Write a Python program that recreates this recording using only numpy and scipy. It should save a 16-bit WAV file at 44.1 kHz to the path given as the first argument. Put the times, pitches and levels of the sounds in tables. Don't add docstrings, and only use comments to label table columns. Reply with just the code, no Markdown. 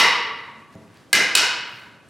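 import sys
import numpy as np
from scipy import signal
from scipy.fft import rfft, irfft
from scipy.io import wavfile
from scipy.ndimage import uniform_filter1d

SR = 44100
rng = np.random.default_rng(int(sys.argv[2]) if len(sys.argv) > 2 else 0)


def gain_from_db(level_db):
    decades = np.asarray(level_db, float) / 20
    return 10 ** decades


def generate_wav(signal):
    frames = np.transpose(np.atleast_2d(signal))
    scaled = np.clip(frames, -1, 1) * 32767
    pcm = np.round(scaled).astype(np.int16)
    wavfile.write(sys.argv[1], SR, pcm)


N = 92169
LEAD = 4410


def read(points, hz):
    f, value = np.transpose(points)
    return np.interp(np.log(hz + 1), np.log(f + 1), value)


def evened(x):
    return x / np.sqrt(np.mean(x ** 2) + 1e-20)


def coloured(x, points):
    size = x.shape[-1]
    return irfft(rfft(x) * gain_from_db(read(points, np.fft.rfftfreq(size, 1 / SR))), size)


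def causal(gain):
    return np.fft.ifft(np.exp(np.conj(signal.hilbert(np.log(gain))))).real[:4096]


def add(mix, s, sound):
    part = mix[round(s * SR) + LEAD:][:len(sound)]
    part += sound[:len(part)]


def alternating_modes(modes, t):
    total = 0
    for k, (hz, db, t60) in enumerate(modes):
        total = total + (-1) ** k * gain_from_db(db - 60 * t / t60) * np.sin(2 * np.pi * hz * t)
    return total


# (frequency [Hz], level [dB per Hz])
AIR_SPECTRUM = [(25, -34), (60, -13), (110, -1), (300, -6.5), (800, -14), (2500, -22.5), (11000, -35.5),
                (16000, -52)]
# (centre [s], half length [s], level [dB], brightness [dB per octave])
RUSTLES = [
    (0.737, 0.015, -56, 0.5),
    (0.986, 0.085, -57.5, 0),
    (1.77, 0.12, -58, 4.5),
]
# (frequency [Hz], level [dB per Hz])
RUB_SPECTRUM = [(470, -56.5), (800, -14.5), (1690, 1), (2080, -5), (2970, -10), (4510, -11), (15000, -32)]
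AIR_DB = -52.5
MOAN_S, MOAN_HALF_S, MOAN_HZ, MOAN_DB = 0.555, 0.078, 220, -51


def air():
    t = np.arange(N) / SR
    mid, side, rub = rng.standard_normal((3, N))
    waver = gain_from_db(1.2 * evened(uniform_filter1d(rng.standard_normal(N), size=3000)))
    grain = gain_from_db(1.9 * evened(uniform_filter1d(rng.standard_normal(N), size=150)))
    mid = gain_from_db(AIR_DB) * evened(coloured(mid, AIR_SPECTRUM)) * waver
    for s, half_s, db, tilt_db in RUSTLES:
        tilted = [(hz, top + tilt_db * np.log2(hz / 3000)) for hz, top in RUB_SPECTRUM]
        stroke = np.exp(-((t - s) / half_s) ** 2)
        mid += gain_from_db(db) * stroke * grain * evened(coloured(rub, tilted))
    swell = np.exp(-((t - MOAN_S) / MOAN_HALF_S) ** 2)
    mid += gain_from_db(MOAN_DB) * waver * swell * np.sin(2 * np.pi * MOAN_HZ * t)
    side = gain_from_db(AIR_DB - 10.5) * evened(coloured(side, AIR_SPECTRUM))
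    return np.array([mid + side, mid - side])


# (frequency [Hz], level [dB], t60 [s])
THUD_MODES = [(105, 0, .35), (175, -1, .25), (215, -4, .2), (295, -4, .2), (400, -8, .25), (540, -4, .1),
              (650, -7, .2), (790, -5, .05)]
# (time [s], level [dB], frequency [Hz])
TICKS = [
    (.728, -54, 9000),
    (.752, -48, 7000),
    (.879, -47, 2500),
    (.943, -50, 9000),
    (.972, -46, 4600),
    (1.682, -48, 7500),
    (1.697, -51, 11000),
    (2.087, -48, 8500),
]
THUD_S, THUD_RISE_S, THUD_DB = .751, .002, -38.5
TICK_S = .0012


def handling():
    out, t = np.zeros(N + LEAD), np.arange(9000) / SR
    thud = alternating_modes(THUD_MODES, t)
    add(out, THUD_S, gain_from_db(THUD_DB) * thud * (1 - np.exp(-t / THUD_RISE_S)))
    t = t[:400]
    grit = rng.standard_normal((len(TICKS), 400))
    for (s, db, hz), noise in zip(TICKS, grit):
        add(out, s, gain_from_db(db) * np.exp(-t / TICK_S) * (np.sin(2 * np.pi * hz * t) + 0.42 * noise))
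    return out


# (frequency [Hz], t60 [s])
HALL_T60 = [(100, 0.41), (330, 1.24), (700, 0.98), (1100, 1.162), (2300, 0.94), (4500, 0.74), (7000, .5),
            (16000, 0.31)]
# (frequency [Hz], side under mid [dB])
HALL_SPREAD = [(60, -34), (180, -59), (550, -31), (1650, -21), (4970, -13.5), (15000, -17)]
HALL_RISE_S, HALL_TOP_HZ = .013, 14600


def hall(x):
    hz, t, z = signal.stft(rng.standard_normal((2, 70000)), SR, nperseg=256)
    z = z * gain_from_db(-60 * t / read(HALL_T60, hz)[:, None]) / (1 + (hz[:, None] / HALL_TOP_HZ) ** 20)
    tail = signal.istft(z, SR, nperseg=256)[1][:, :70000]
    tail = tail * (1 - np.exp(-(np.arange(70000) / SR / HALL_RISE_S) ** 1.3))
    mid, side = tail[0], coloured(tail[1], HALL_SPREAD)
    taps = np.array([mid + side, mid - side]) / np.linalg.norm(mid)
    return signal.fftconvolve(x[None], taps, axes=1)[:, :len(x)]


def scatter(spread_s):
    t = np.arange(1024) / SR
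    z = rfft(rng.standard_normal((2, 1024)) * np.exp(-(t / spread_s) ** 2))
    flat = irfft(z / (abs(z) + .25 * abs(z).mean()))[:, :512]
    mid, side = flat * np.exp(-(t[:512] / (2 * spread_s)) ** 2)
    return np.array([mid + .1 * side, mid - 0.14 * side]) / np.linalg.norm(mid)


# (delay [s], level [dB], lean to the left [ratio])
ECHOES = [
    (.0112, -11, .1),
    (.0208, -10, -.1),
    (.031, -13, .1),
]
# (frequency [Hz], level [dB])
NEAR_COLOUR = [(100, -14), (700, 0), (1600, -5), (2600, -0.5), (4300, 4), (6000, -2.5), (8500, 8.5),
               (16000, 6.5)]
RATTLE_S, RATTLE_DB = 0.0051, 3


def near(x):
    taps = np.zeros((2, 3000))
    taps[:, :512] = gain_from_db(RATTLE_DB) * scatter(RATTLE_S)
    for s, db, lean in ECHOES:
        echo = gain_from_db(RATTLE_DB + db) * scatter(RATTLE_S / 2) * [[1 + lean], [1 - lean]]
        taps[:, round(s * SR):][:, :512] += echo
    hz = abs(np.fft.fftfreq(8192, 1 / SR))
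    direct = signal.oaconvolve(x, causal(gain_from_db(read(NEAR_COLOUR, hz))))
    return signal.oaconvolve(direct[None], taps, axes=1)[:, :len(x)]


# (time [s], modes [(frequency [Hz], level [dB], t60 [s])])
KNOCKS = [
    (1.1319, [(1640, -4.5, 0.05), (2075, -4, 0.052), (2440, -11, 0.039), (4440, -11.5, 0.036), (8670, -12, 0.022)]),
    (1.353, [(2540, -4.5, 0.029), (3000, -23, .025), (3880, -8, 0.022), (4350, -21, 0.028), (7360, -2, 0.015)]),
]
KNOCK_RISE_S = 0.0017


def knocks():
    out, t = np.zeros(N + LEAD), np.arange(4000) / SR
    for s, modes in KNOCKS:
        add(out, s, alternating_modes(modes, t) * (1 - np.exp(-t / KNOCK_RISE_S)))
    return out


def blow(db, modes, colour):
    hz = abs(np.fft.fftfreq(16384, 1 / SR))
    ring = sum(gain_from_db(2 * top_db) / (1 + (2 * (hz - f) / width) ** 2) ** 0.85 for f, width, top_db in modes)
    crack = gain_from_db(2 * read(colour, hz))
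    return gain_from_db(db) * 10 * causal(np.sqrt(ring * (hz / (hz + 300)) ** 2 + crack))


# (time [s], level [dB])
BLOWS = [
    (-.03, 3),
    (1.1297, 10),
    (1.352, 5.5),
]
# (frequency [Hz], width [Hz], level [dB])
BLOW_MODES = [
    [(459.5, 44, -2), (951, 41, 8), (1139, 31, 8.5), (1350, 74, -4), (2002, 122, 7.5), (2879, 46, 5.5),
     (3000, 40, -19), (3846, 92, 0), (4490, 260, -6), (5370, 360, -4)],
    [(440, 53, -16), (1640, 54, -3), (2063, 81, -2), (2394, 300, -10.5), (2900, 90, -30), (2926, 41, -6.5),
     (3770, 33, -18.5), (3984, 140, -14.5), (5200, 270, -16), (9010, 190, -20.5)],
    [(969, 20, -2.5), (1506, 90, -2.5), (2110, 93, -7.5), (2540, 33, 1), (2910, 107, -2.5),
     (3820, 110, -8.5), (4360, 150, -7), (5170, 450, -10), (5590, 140, -9.5), (7300, 680, -15.5)],
]
# (frequency [Hz], level [dB per Hz])
BLOW_CRACKS = [
    [(60, -39), (160, -16), (700, -30.5), (2500, -3), (6000, -19.5), (10000, -25.5), (14000, -36),
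     (16500, -27)],
    [(60, -48), (160, -22), (700, -22.5), (2500, -24.5), (6000, -18.5), (10000, -31.5), (14000, -37.5),
     (16500, -48)],
    [(60, -35), (160, -32), (700, -20), (2500, -13.5), (6000, -17), (10000, -23.5), (14000, -39.5),
     (16500, -49)],
]


def hammer_blows():
    out = np.zeros(N + LEAD)
    for (s, db), modes, colour in zip(BLOWS, BLOW_MODES, BLOW_CRACKS):
        add(out, s, blow(db, modes, colour))
    return out


def scene():
    small = handling()
    hits = hammer_blows()
    wet = hall(gain_from_db(7) * hits + gain_from_db(-9) * small)
    return (near(hits) + knocks() + small + wet)[:, LEAD:] + air()


def low_pass(x):
    return signal.sosfilt(signal.butter(12, 16580, fs=SR, output="sos"), x)


CEILING_DB, RECOVER_DB_PER_S, GRAB_S = -4.5, 342.5, 0.012
MIC_LOW_HZ, EDGE_HZ = 68, 16400


def record(dry):
    peak_db = 20 * np.log10(abs(dry).max(0) + 1e-9)
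    rise = np.arange(N) * RECOVER_DB_PER_S / SR
    held_db = np.maximum.accumulate(peak_db + rise) - rise
    over_db = np.maximum(held_db - CEILING_DB, 0)
    keep = np.exp(-1 / (GRAB_S * SR))
    cut_db = signal.lfilter([1 - keep], [1, -keep], over_db, zi=[over_db[200]])[0]
    limited = dry / gain_from_db(cut_db)
    soft = limited / (1 + abs(limited) ** 4) ** (1 / 4)
    soft = signal.lfilter(*signal.butter(2, MIC_LOW_HZ, "high", fs=SR), soft)
    soft = signal.oaconvolve(soft, signal.firwin(255, EDGE_HZ, fs=SR)[None], "same")
    return low_pass(soft)


dry = scene()
out = record(dry)
generate_wav(out)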